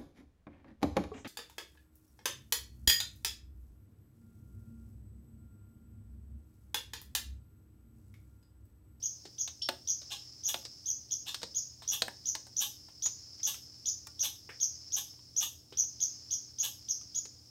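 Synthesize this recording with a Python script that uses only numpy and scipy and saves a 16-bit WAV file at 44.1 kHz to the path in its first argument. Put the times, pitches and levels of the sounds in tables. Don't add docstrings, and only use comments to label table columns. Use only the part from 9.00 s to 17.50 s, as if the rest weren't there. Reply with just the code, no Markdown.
import sys
import numpy as np
from scipy import signal
from scipy.fft import rfft, irfft
from scipy.io import wavfile

SR = 44100
rng = np.random.default_rng(int(sys.argv[2]) if len(sys.argv) > 2 else 0)


def put_to_file(sound):
    columns = np.atleast_2d(sound).T
    safe = np.clip(columns, -1, 1)
    whole_steps = np.round(safe * 32767)
    wavfile.write(sys.argv[1], SR, whole_steps.astype(np.int16))


N = 374837

# (frequency [Hz], relative level [dB])
AIR_SPECTRUM = [(20, -40), (40, -16), (58, -3.5), (82, 7), (105, -1.5), (170, -6.5), (300, -11.5),
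                (500, -16.5), (1000, -26), (2000, -35.5), (3500, -26), (8000, -23.5), (11000, -32),
                (16000, -27)]
# (frequency [Hz], relative level [dB])
INSECT_SPECTRUM = [(3700, -29.5), (4400, -15), (4800, -7), (5050, -1.5), (5350, 2.5), (5550, -5),
                   (5750, -9), (6500, -15.5), (7200, -20.5), (9000, -47)]
# (frequency [Hz], rms level [dB])
HUM_PARTIALS = [(83.5, -80), (119.7, -67.5), (240, -81), (303, -75)]
# (delay [s], gain [dB])
ECHO_TAPS = [(.0066, -12), (.0083, -13), (.0101, -6), (0.0118, -9), (.0218, -17.5), (0.0273, -11),
             (.0412, -13.5), (.102, -25)]
# (frequency [Hz], t60 [s])
PORCH_DECAY = [(200, 0.51), (1000, 0.18), (3300, 0.21), (6300, 0.31), (13000, 0.28)]
# (time [s], snap level [dB], body level [dB], body tuning [ratio],
# snap tuning [ratio], contact time [ratio])
KNOCK_CUES = [(0.2528, -49, -47.5, 0.53, 1.07, 1.55), (.476, -41, -55, 0.98, 0.87, 1.2),
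              (0.6881, -24, -27.5, 1.065, 0.86, 0.53), (1.017, -53.5, -62.5, 0.84, 1.03, 1.9),
              (1.543, -30, -35, 1.054, 0.84, 0.54), (1.652, -40, -54.5, 0.68, 1.11, 0.79),
              (2.3447, -32.5, -70, 1.04, 1.05, 0.81), (2.417, -46.5, -58, 0.91, 1, 1.6),
              (2.4309, -35, -39, 0.66, 1.01, 0.9), (2.82, -50.5, -49, 1.28, 0.94, 3.2),
              (3.0209, -21.5, -35, .94, .97, 0.4), (3.0817, -34.5, -39, 1.14, 0.41, 0.39),
              (3.352, -34, -43.5, 1.28, 1.06, 0.62), (3.467, -54.5, -54.5, 1.12, 1.36, 1.3),
              (3.884, -61.5, -58, 1.3, 0.78, 1.8), (4.059, -41.5, -45.5, 1.24, 0.93, 1.8),
              (4.397, -58, -74, 0.57, 0.54, 1.2), (4.543, -48, -58, 1.9, 0.71, 1.4),
              (5.07, -43.5, -49.5, 1.72, 1.4, .62), (5.49, -46, -51.5, .63, 0.47, 2.74),
              (6.7236, -49.5, -49, 0.6, 0.85, 1.9), (8.255, -48, -55, 0.63, 1.23, .91)]
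# (frequency [Hz], relative level [dB])
SNAP_SPECTRUM = [(70, -57), (300, -13), (800, -9.5), (1500, -4), (2300, -7), (3100, -1.5), (4000, 5.5),
                 (5200, -0.5), (7000, -6), (11000, -27)]
# (frequency [Hz], relative level [dB])
CRACK_SPECTRUM = [(3000, -71), (6500, -19), (8300, 11), (10500, -13.5), (13000, 0.5), (16000, -6.5)]
# (frequency [Hz], relative level [dB], t60 [s])
BODY_MODES = [(243.6, -13, 0.081), (342.4, -16, 0.15), (513, -4, 0.056), (673.7, -3.5, 0.073),
              (695, 9.5, 0.021), (824, -11, 0.15), (902, -5, 0.022), (1062, -7, 0.042), (1378, 1, 0.025),
              (1578, -6.5, 0.025)]
# (time [s], length [s], level [dB], relative hiss level [dB])
CHUFF_CUES = [(1.101, 0.033, -39.5, -15), (1.476, 0.029, -40, 1), (2.258, 0.039, -40.5, -12),
              (2.912, 0.036, -38, -0.5), (3.599, 0.039, -37, -2.5), (4.46, 0.037, -38.5, 0),
              (5.224, 0.037, -38.5, -1), (5.959, 0.03, -39, -0.5), (6.403, 0.038, -38, -2),
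              (7.625, 0.036, -40, 0.5)]
# (frequency [Hz], relative level [dB])
THROAT_SPECTRUM = [(300, -24.5), (600, -28.5), (900, -17.5), (1400, -36.5), (2300, -19), (2850, -0.5),
                   (3600, 1), (4500, -14), (7000, -9.5), (10800, -28.5), (16000, -36)]
# (frequency [Hz], relative level [dB])
TEETH_SPECTRUM = [(2000, -17.5), (4500, -15), (8000, -6), (10800, -7), (12000, -1), (12700, 4.5),
                  (14200, -12.5), (16000, -8)]
# (time [s], length [s], top pitch [Hz], level [dB])
CHIRP_CUES = [ (0.022, 0.043, 6605, -29.5), (.3803, .038, 6700, -28), (0.8715, 0.037, 6660, -27.5),
              (1.432, 0.04, 6660, -29.5), (1.854, 0.056, 6653, -29), (2.1067, 0.028, 6675, -27.5),
              (2.5434, 0.043, 6714, -27.5), (2.874, 0.032, 6715, -28), (3.253, 0.042, 6740, -28),
              (3.563, .034, 6740, -26.5), (4.02, 0.041, 6780, -26.5), (4.428, .031, 6720, -27.5),
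              (4.8547, 0.038, 6790, -25.5), (5.1911, 0.031, 6510, -26.5), (5.5987, 0.039, 6614, -25.5),
              (5.9183, .032, 6640, -27), (6.361, 0.036, 6650, -25.5), (6.769, .035, 6650, -25),
              (7.001, 0.032, 6780, -26.5), (7.3047, 0.039, 6646, -27), (7.582, .035, 6670, -27.5),
              (7.883, 0.033, 6580, -27), (8.1448, .039, 6760, -27)]


def amp(db):
    return 10 ** (np.asarray(db) / 20)


def unit(x):
    return x / np.sqrt(np.mean(x ** 2) + 1e-20)


def curve_at(points, hz):
    f, value = np.transpose(points)
    return np.interp(np.log(hz + 1), np.log(f + 1), value)


def add(mix, start_s, sound):
    part = mix[max(round(start_s * SR), 0):][:len(sound)]
    part += sound[:len(part)]


def noise(spectrum, size, tuning=1):
    hz = np.fft.rfftfreq(size, 1 / SR)
    return unit(irfft(rfft(rng.standard_normal(size)) * amp(curve_at(spectrum, hz / tuning)), size))


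def drift(rate_hz, size):
    hz = np.fft.rfftfreq(size, 1 / SR)
    return unit(irfft(rfft(rng.standard_normal(size)) * np.exp(-(hz / rate_hz) ** 2) * (hz > 0), size))


def garden(air_db=-63, insects_db=-55.5, throb_db=1.4, swell_db=2.8):
    t = np.arange(N) / SR
    shimmer = amp(insects_db + throb_db * drift(82, N) + swell_db * drift(1.3, N))
    insects = shimmer * noise(INSECT_SPECTRUM, N)
    hum = sum(amp(db) * np.sqrt(2) * np.sin(2 * np.pi * hz * t + 0.19 * drift(2.0, N))
              for hz, db in HUM_PARTIALS)
    return amp(air_db) * noise(AIR_SPECTRUM, N) + insects + hum


def porch(send, build_s=0.0047, yard_db=-17, yard_t60=0.44, tails=3):
    wet = np.zeros(N)
    build = 1 - np.exp(-np.arange(SR) / SR / build_s)
    for k in range(tails):
        hz, t, bands = signal.stft(rng.standard_normal(SR), SR, nperseg=256)
        decay = amp(-60 * t / curve_at(PORCH_DECAY, hz)[:, None]) + amp(yard_db - 60 * t / yard_t60)
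        tail = signal.istft(bands * decay, SR, nperseg=256)[1][:SR] * build
        crossfade = np.cos(np.pi * (np.arange(N) / SR / 2 + k / tails)) * np.sqrt(2 / tails)
        wet += signal.fftconvolve(send * crossfade, tail / np.linalg.norm(tail))[:N]
    return wet


def echoes(send):
    wet = np.zeros(N)
    for delay, db in ECHO_TAPS:
        add(wet, delay, amp(db) * send)
    return wet


def ticks(per_s=1.0, level_db=-65, spread_db=2.5):
    track = np.zeros(N)
    for when, strength, octave in rng.uniform(-1, 1, (round(per_s * N / SR), 3)):
        db = level_db + spread_db * strength
        add(track, abs(when) * N / SR, knock(db, db, 2 ** octave, snap_tuning=0.83, contact=1.2))
    return track


def knock(snap_db, body_db, body_tuning, snap_tuning, contact, body_rise_s=0.0016, size=8192):
    t = np.arange(size) / SR
    stretched = t / contact
    attack = 1 - np.exp(-stretched / contact ** 2 / 0.0001)
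    spike = 1 + np.exp(-stretched / 0.00089)
    snap = amp(snap_db - 60 * stretched / 0.07) * noise(SNAP_SPECTRUM, size, snap_tuning)
    crack_db = snap_db - 11.5 + 11 * np.log2(body_tuning)
    crack = amp(crack_db - 60 * stretched / 0.051) * noise(CRACK_SPECTRUM, size)
    body = sum(amp(body_db + db - 60 * t / t60)
               * np.sin(2 * np.pi * (hz * body_tuning * t + rng.random()))
               for hz, db, t60 in BODY_MODES)
    return (snap + crack) * attack * spike + body * (1 - np.exp(-t / body_rise_s))


def chuff(length, level_db, hiss_db, rough_db=3.5, squeak_hz=890, wheeze_hz=1150, size=4096):
    progress = np.arange(size) / SR / length
    throat_env = np.interp(progress, [0, 0.22, 0.6, 0.85, 1.1], [0, 0.5, 1, 1, 0.054])
    teeth_env = np.interp(progress, [0, 0.2, 0.65, 1.1], [0, 0.49, 1, 0])
    wheeze_env = np.exp(-((progress - 0.75) / 0.14) ** 2)
    waver = 1 + 0.056 * drift(330, size)
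    scoop = 1 - 0.407 * np.exp(-progress / 0.2505)
    phase = 2 * np.pi * np.cumsum(squeak_hz * scoop * waver) / SR
    squeak = amp(-14) * teeth_env * (np.sin(phase) + amp(-2) * np.sin(2 * phase))
    wheeze = amp(-12) * wheeze_env * np.sin(2 * np.pi * np.cumsum(wheeze_hz * waver) / SR)
    breath = throat_env * noise(THROAT_SPECTRUM, size)
    hiss = amp(hiss_db) * teeth_env * noise(TEETH_SPECTRUM, size)
    grit = amp(rough_db * drift(380, size))
    return amp(level_db) * (grit * (breath + hiss) + squeak + wheeze)


def chirp(length, top_hz, level_db, break_s=0.0033, crescendo_db=14, low_tuning=1, size=4096):
    attack_s, settle_s, sag_s = 0.004, 0.0064, 0.00423
    throat_hz, throat_width_hz, flare_db = 5993, 236, 8
    t = np.minimum(np.arange(size) / SR, length)
    progress = t / length
    high = 0.5 + 0.5 * np.tanh((t - break_s) / 0.00035)
    low = 1 - high
    low_hz = low_tuning * np.interp(t, [0, break_s], [2785, 3764])
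    scoop = 1 - 0.1844 * np.exp((0.0033 - t) / settle_s)
    sag = np.exp((t - length) / sag_s)
    arch = scoop * (1 - 0.372 * sag)
    jitter = 1 + 0.006 * drift(280, size)
    hz = (low * low_hz + high * top_hz * arch / arch.max()) * jitter
    phase = 2 * np.pi * np.cumsum(hz) / SR
    whistle = np.sin(phase) + amp(-27 * high - 12 * low) * np.sin(2 * phase)
    rasp_db = -20 + 0.0206 * (top_hz - 6650)
    rasp_env = amp(rasp_db) * np.exp(-((progress - 0.52) / 0.17) ** 2) * drift(230, size)
    rasp = rasp_env * (np.sin(phase / 2) + amp(-12) * np.sin(1.5 * phase))
    gate = np.minimum(t / attack_s, 1) * np.minimum((1 - progress) / 0.13, 1)
    effort_db = 2 + crescendo_db * (progress - 1) - 1.5 * low - 4 * sag
    flutter_db = 3 * drift(207, size)
    throat_db = flare_db * np.exp(-((hz - throat_hz) / throat_width_hz) ** 2)
    return (whistle + rasp) * gate * amp(level_db + effort_db + flutter_db + throat_db)


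def scene():
    calls, knocks = np.zeros(N), np.zeros(N)
    for start_s, *cue in CHIRP_CUES:
        add(calls, start_s, chirp(*cue))
    squeak = chirp(0.018, top_hz=5520, level_db=-33.5, break_s=0.0052, crescendo_db=2.5, low_tuning=0.93)
    add(calls, 0.6165, squeak)
    for start_s, *cue in CHUFF_CUES:
        add(calls, start_s, chuff(*cue))
    for start_s, *cue in KNOCK_CUES:
        add(knocks, start_s, knock(*cue))
    squirrel = amp(-1.5) * calls
    reverb = porch(squirrel + amp(-11) * knocks)
    return (squirrel + echoes(squirrel) + knocks + reverb + garden() + ticks())[None]


def record(dry):
    high_cut = signal.firwin(511, 15850, window=("kaiser", 9), fs=SR)
    return signal.oaconvolve(dry, high_cut[None], "same")


dry = scene()
out = record(dry)
put_to_file(out)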